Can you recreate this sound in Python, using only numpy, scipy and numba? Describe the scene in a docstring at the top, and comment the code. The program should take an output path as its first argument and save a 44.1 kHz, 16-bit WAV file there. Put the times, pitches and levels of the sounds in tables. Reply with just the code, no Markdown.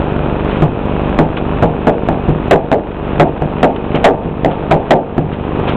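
"""Electrical buzz and hiss come first; then a dancer on pointe scuffs and knocks about on a hard floor.
Each landing sums decaying modes of toe box and floor, contact noise, a low thud and a small room's decay.
The satin tips scuff as grainy noise; the buzz repeats spikes over a hum, with hiss, ticks and a thin whine.
A cheap camera close by passes a narrow band, ducks its gain after loud sound and clips the peaks flat."""
import sys
import numpy as np
from scipy import signal
from scipy.fft import rfft, irfft, next_fast_len
from scipy.io import wavfile
from scipy.ndimage import uniform_filter1d
from numba import njit

SR = 44100
rng = np.random.default_rng(int(sys.argv[2]) if len(sys.argv) > 2 else 0)


def wrap_up_sound(samples):
    """Save the sound to the file named by the first command line argument, as 16-bit audio."""
    columns = np.atleast_2d(samples).T
    # keep every value between -1 and 1, then stretch to whole-number steps
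    tamed = np.clip(columns, -1, 1)
    steps = np.round(tamed * 32767).astype(np.int16)
    wavfile.write(sys.argv[1], SR, steps)


N = 254016  # length of the scene [samples]

# Toe landings: (time [s], knock of the box [dB], thud of the weight behind it [dB])
LANDINGS = [(0.622, -8, 2.5), (1.188, -0.5, 3), (1.413, -18, -18.5), (1.624, -2.5, 0), (1.744, -13, -20),
            (1.870, 2.5, -5), (2.087, -6, -1.5), (2.194, -22.5, -24.5), (2.285, -19, 0.5), (2.51, 8, -1.5),
            (2.716, 6, -3), (3.197, 5, 0.5), (3.421, -10.5, -3.5), (3.630, 6, -3), (3.9443, -4.5, -14.5),
            (4.043, 11.5, 3.5), (4.258, -17.5, -3), (4.447, 0.5, -3), (4.711, 3.5, 3), (4.907, 11, -1.5),
            (5.18, -6.5, 3.5)]


def amp(db):
    """Level to amplitude: 20 dB is a factor of ten."""
    return 10 ** (np.asarray(db) / 20)


def unit(x):
    """Normalisation: x scaled to an rms of 1."""
    return x / np.sqrt(np.mean(x ** 2) + 1e-20)


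def along(points, hz):
    """Interpolation of (frequency [Hz], value) points on a logarithmic frequency axis."""
    f, v = np.transpose(points)
    return np.interp(np.log(hz + 1), np.log(f + 1), v)


def filtered(x, response):
    """Linear filtering: the spectrum of x times a complex response of frequency."""
    m = next_fast_len(len(x) + 8192)  # zero padding leaves room for the filter's tail
    spectrum = rfft(x, m) * response(np.fft.rfftfreq(m, 1 / SR))
    return irfft(spectrum, m)[:len(x)]


def noise(spectrum, size):
    """Coloured noise: white noise shaped by a spectrum, at an rms of 1."""
    white = rng.standard_normal(size)
    return unit(filtered(white, lambda hz: amp(along(spectrum, hz))))


def add(track, s, sound):
    """Superposition: mix a sound into the track at time s [s]."""
    part = track[max(0, round(s * SR)):][:len(sound)]
    part += sound[:len(part)]


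def hiss(hiss_db=-20.5, crackle_db=-28, crackle_rate=80, crackle_hz=700):
    """Random noise: a steady hiss, sparse impulses at crackle_rate per second and a faint pure tone."""
    # Colour of the hiss: (frequency [Hz], relative level [dB per Hz])
    hiss_spectrum = [(25, -17.5), (60, 3), (130, 1.5), (220, -1), (330, -2.5), (550, -3), (900, -5),
                     (1200, -10.5), (1500, -15.5), (2050, -23.5), (2550, -17.5), (3200, -24.5), (4000, -28)]
    # Thin electrical tone: (frequency [Hz], rms level [dB])
    whine_tones = [(2498, -47.5)]
    t = np.arange(N) / SR
    ticks = (rng.random(N) < crackle_rate / SR) * rng.uniform(-1, 1, N)

    def tick_band(hz):
        high_pass = 1j * hz / (160 + 1j * hz)
        return high_pass / (1 + 1j * hz / crackle_hz) ** 2

    crackle = unit(filtered(ticks, tick_band))
    whine = sum(amp(db) * np.sqrt(2) * np.sin(2 * np.pi * hz * t) for hz, db in whine_tones)
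    return amp(hiss_db) * noise(hiss_spectrum, N) + amp(crackle_db) * crackle + whine


def buzz(buzz_db=0, hum_lag=0.0091, coupling_hz=69, scatter_db=1.5):
    """Periodicity: a hum at twice the cycle rate and the same few electrical spikes in every cycle."""
    # Switching spikes in each cycle: (delay [s], level [dB], polarity [+1 or -1], width [s])
    cycle_spikes = [(.0015, -2.2, -1, .00047), (.01916, -3.6, 1, .00047), (.0241, -11, 1, .00034),
                    (.03016, -8.8, -1, .00015), (.0308, -14, 1, .0005)]
    # Level of the low hum before the input capacitor: (time [s], level [dB])
    hum_level = [(0, -18.5), (3.2, -17.5), (3.6, -20), (5.76, -23.5)]
    buzz_hz = 24.586  # cycle rate
    t, period = np.arange(N) / SR, 1 / buzz_hz
    out = amp(np.interp(t, *np.transpose(hum_level))) * np.cos(2 * np.pi * 2 * buzz_hz * (t - hum_lag))
    for delay, db, polarity, width in cycle_spikes:
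        cycle = np.round((t - delay) / period).astype(int)  # the nearest spike's cycle
        sizes = amp(db + scatter_db * rng.standard_normal(cycle.max() + 2))
        from_spike = t - delay - cycle * period
        out += polarity * sizes[cycle] * np.exp(-(from_spike / width) ** 2 / 2)
    # the input capacitor makes each spike swing back through zero
    return amp(buzz_db) * filtered(out, lambda hz: 1j * hz / (coupling_hz + 1j * hz))


def drags(pause_s=.4, lead_s=.18, drag_db=-32.5, drag_s=0.12):
    """Sliding friction after standing still: the foot drags before the next landing, as scuff rows."""
    times = [s for s, _, _ in LANDINGS]
    return [(s - lead_s, drag_db, drag_s) for before, s in zip(times, times[1:]) if s - before > pause_s]


def scuffs(grain_db=2.0):
    """Stick-slip friction: satin catches and slips in a grainy rub that swells fast and fades."""
    # Tips brushing the floor: (time [s], level [dB], length [s])
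    brushes = [(0.472, -24, 0.14), (1.366, -13, 0.02), (3.760, -13.5, 0.0063), (3.942, -16, .04),
               (4.507, -20.5, 0.041), (5.315, -22, 0.04), (5.669, -17.5, .06)]
    # Colour of the rub: (frequency [Hz], relative level [dB per Hz])
    satin_spectrum = [(100, -18.5), (400, 12), (800, 4.5), (1300, 3), (1900, -2.5), (2700, 1), (3400, -4.5),
                      (4200, -8.5)]
    out, t = np.zeros(N), np.arange(SR // 2) / SR
    for s, db, length in brushes + drags():
        u = 3 * t / length  # the swell peaks at a third of the length
        swell = u * np.exp(1 - u)
        flutter = unit(uniform_filter1d(rng.standard_normal(len(t)), size=120))
        rub = unit(amp(grain_db * flutter) * noise(satin_spectrum, len(t)))
        add(out, s, amp(db) * swell * rub)
    return out


def ring(modes, t, scatter_db=2, detune=0.0082):
    """Modal synthesis: struck modes start together, each with scattered strength and pitch."""
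    out = np.zeros(len(t))
    for hz, db, t60 in modes:
        # the place of contact sets how strongly each mode rings
        decay = amp(db + rng.normal(0, scatter_db) - 60 * t / t60)
        out += decay * np.sin(2 * np.pi * hz * (1 + rng.normal(0, detune)) * t)
    return out


def reverberant(spectrum, size):
    """Reverberation: dense reflections as noise, each frequency dying at the room's own rate."""
    # Decay of the room: (frequency [Hz], t60 [s])
    room_decay = [(100, 0.61), (300, 0.44), (700, 0.4), (1300, 0.43), (3500, 0.067)]
    hz, t, z = signal.stft(noise(spectrum, size), SR, nperseg=512)
    fading = z * amp(-60 * t / along(room_decay, hz)[:, None])
    return signal.istft(fading, SR, nperseg=512)[1][:size]


def thud(t, room_db=-11.0, push_db=-7, push_t60=0.15, press_db=-3.0, press_hz=190, press_t60=0.026):
    """Low-frequency excitation: body weight presses the floor in a short swing and wakes its low modes."""
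    # Slow flexing of the floor under the weight: (frequency [Hz], level [dB], t60 [s])
    flex_modes = [(110.8, -23, 0.79), (158.1, -4, 0.32), (208.4, -21, 0.26), (255, -2, 0.094),
                  (324.8, -1.5, 0.068)]
    # Colour of the push: (frequency [Hz], relative level [dB per Hz])
    thud_spectrum = [(30, -8.5), (100, -12.5), (150, -3), (210, -10.5), (300, -3), (450, -13), (800, -26.5),
                     (2000, -49.5)]
    press = np.sin(2 * np.pi * press_hz * t) * amp(press_db - 60 * t / press_t60)
    push = noise(thud_spectrum, len(t)) * amp(push_db - 60 * t / push_t60)
    room = amp(room_db) * reverberant(thud_spectrum, len(t))
    onset = 1 - np.exp(-t / 0.00083)
    return (press + ring(flex_modes, t) + push + room) * onset


def hardness_hz(knock_db, thud_db):
    """Contact stiffness: the treble edge rises with the thud and falls slightly with the knock level."""
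    edge_hz, knock_oct_per_db, thud_oct_per_db = 1160, -0.01, 0.09  # edge at 0 dB and its shifts
    return edge_hz * 2 ** (knock_oct_per_db * knock_db + thud_oct_per_db * thud_db)


def knock(t, hard_hz, toe_db=1.5, floor_db=-13.0, room_db=-6, clack_db=-5.0, clack_t60=0.063,
          crack_db=5.5, crack_t60=0.009):
    """Impact: the stiff toe box cracks, clacks and rings the floor; a softer contact loses treble."""
    # Modes of the glued toe box: (frequency [Hz], relative level [dB], t60 [s])
    toe_modes = [(689, 0.5, 0.045), (980, -11, 0.017), (1850, -1, 0.01), (3000, -7, .015)]
    # Ring of the floor and the room over it: (frequency [Hz], relative level [dB], t60 [s])
    floor_modes = [(279.3, -3, 0.47), (404.6, -2, 0.29), (463.3, -2, 0.67), (522, -8, 0.51),
                   (585.5, 1, 0.21), (656.5, -6.5, 0.4), (700.5, 1.5, 0.21), (764, -1.5, 0.24),
                   (805, -0.5, 0.24), (902, -14.5, 1), (1181, -14.5, 0.6), (1430, -17.5, 0.11),
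                   (1680, -8, 0.11), (1730, -13.5, 0.12), (2100, -14.5, 0.06)]
    # Colour of the contact noise: (frequency [Hz], relative level [dB per Hz])
    box_spectrum = [(60, -18.5), (200, 1), (400, 6), (720, 8), (900, 4), (1200, -23), (2000, -15.5),
                    (3000, -25), (4000, -23)]
    toe = amp(toe_db) * ring(toe_modes, t, detune=.03)
    floor = amp(floor_db) * ring(floor_modes, t, detune=0.0027)
    contact = amp(crack_db - 60 * t / crack_t60) + amp(clack_db - 60 * t / clack_t60)
    room = amp(room_db) * reverberant(box_spectrum, len(t))
    blow = toe + floor + contact * noise(box_spectrum, len(t)) + room
    # second-order low-pass at the treble edge of the contact
    return filtered(blow, lambda hz: 1 / (1 + 1j * np.sqrt(2) * hz / hard_hz - (hz / hard_hz) ** 2))


def steps(settle_s=.012, settle_db=-9):
    """Double impact: the box meets the floor edge first, then settles flat with a weaker second knock."""
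    out, t = np.zeros(N), np.arange(SR // 2) / SR
    for s, knock_db, thud_db in LANDINGS:
        hard_hz = hardness_hz(knock_db, thud_db)
        add(out, s, amp(knock_db) * knock(t, hard_hz) + amp(thud_db) * thud(t))
        add(out, s + settle_s, amp(knock_db + settle_db) * knock(t, hard_hz))
    return out


def scene():
    """Superposition: electrical noise and shoes add in one channel."""
    return (hiss() + buzz() + scuffs() + steps())[None]


@njit
def gain_control(x, threshold, follow_step, attack_step, release_step):
    """Feedback: gain in dB falls while the smoothed output exceeds the threshold, else creeps back to 0."""
    out, db, level = np.empty_like(x), 0., 0.
    for i in range(len(x)):
        out[i] = x[i] * 10 ** (db / 20)
        level += follow_step * (min(abs(out[i]), 1.) - level)
        if level > threshold:
            db = db - attack_step * (level - threshold)
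        else:
            db = min(0., db + release_step)
    return out


def record(dry, threshold=0.17, follow_s=0.027, attack_db_per_s=310, release_db_per_s=24, ceiling=0.82):
    """Nonlinear distortion: after a voice-band input and gain control, hard clipping adds new treble."""
    # The camera's input filter: (frequency [Hz], gain [dB])
    voice_band = [(3300, 2), (3700, -2), (4000, -4), (4300, -12.5), (4550, -34), (4800, -68.5)]
    # Its output colour: (frequency [Hz], gain [dB])
    output_colour = [(3700, -1), (4500, -9.5), (5500, -10), (6800, -7.5), (7350, -3), (7900, -7.5),
                     (8700, -8), (12000, -10), (14700, -16), (15300, -4), (16000, -12)]
    top_hz = 16000  # nothing passes from here up
    narrow = filtered(dry[0], lambda hz: amp(along(voice_band, hz)))
    # attack_db_per_s is the fall per unit of level above the threshold
    ducked = gain_control(narrow, threshold, 1 / (follow_s * SR), attack_db_per_s / SR, release_db_per_s / SR)
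    clipped = np.clip(ducked, -ceiling, ceiling)
    return filtered(clipped, lambda hz: amp(along(output_colour, hz)) * (hz < top_hz))[None]


dry = scene()
out = record(dry)
wrap_up_sound(out)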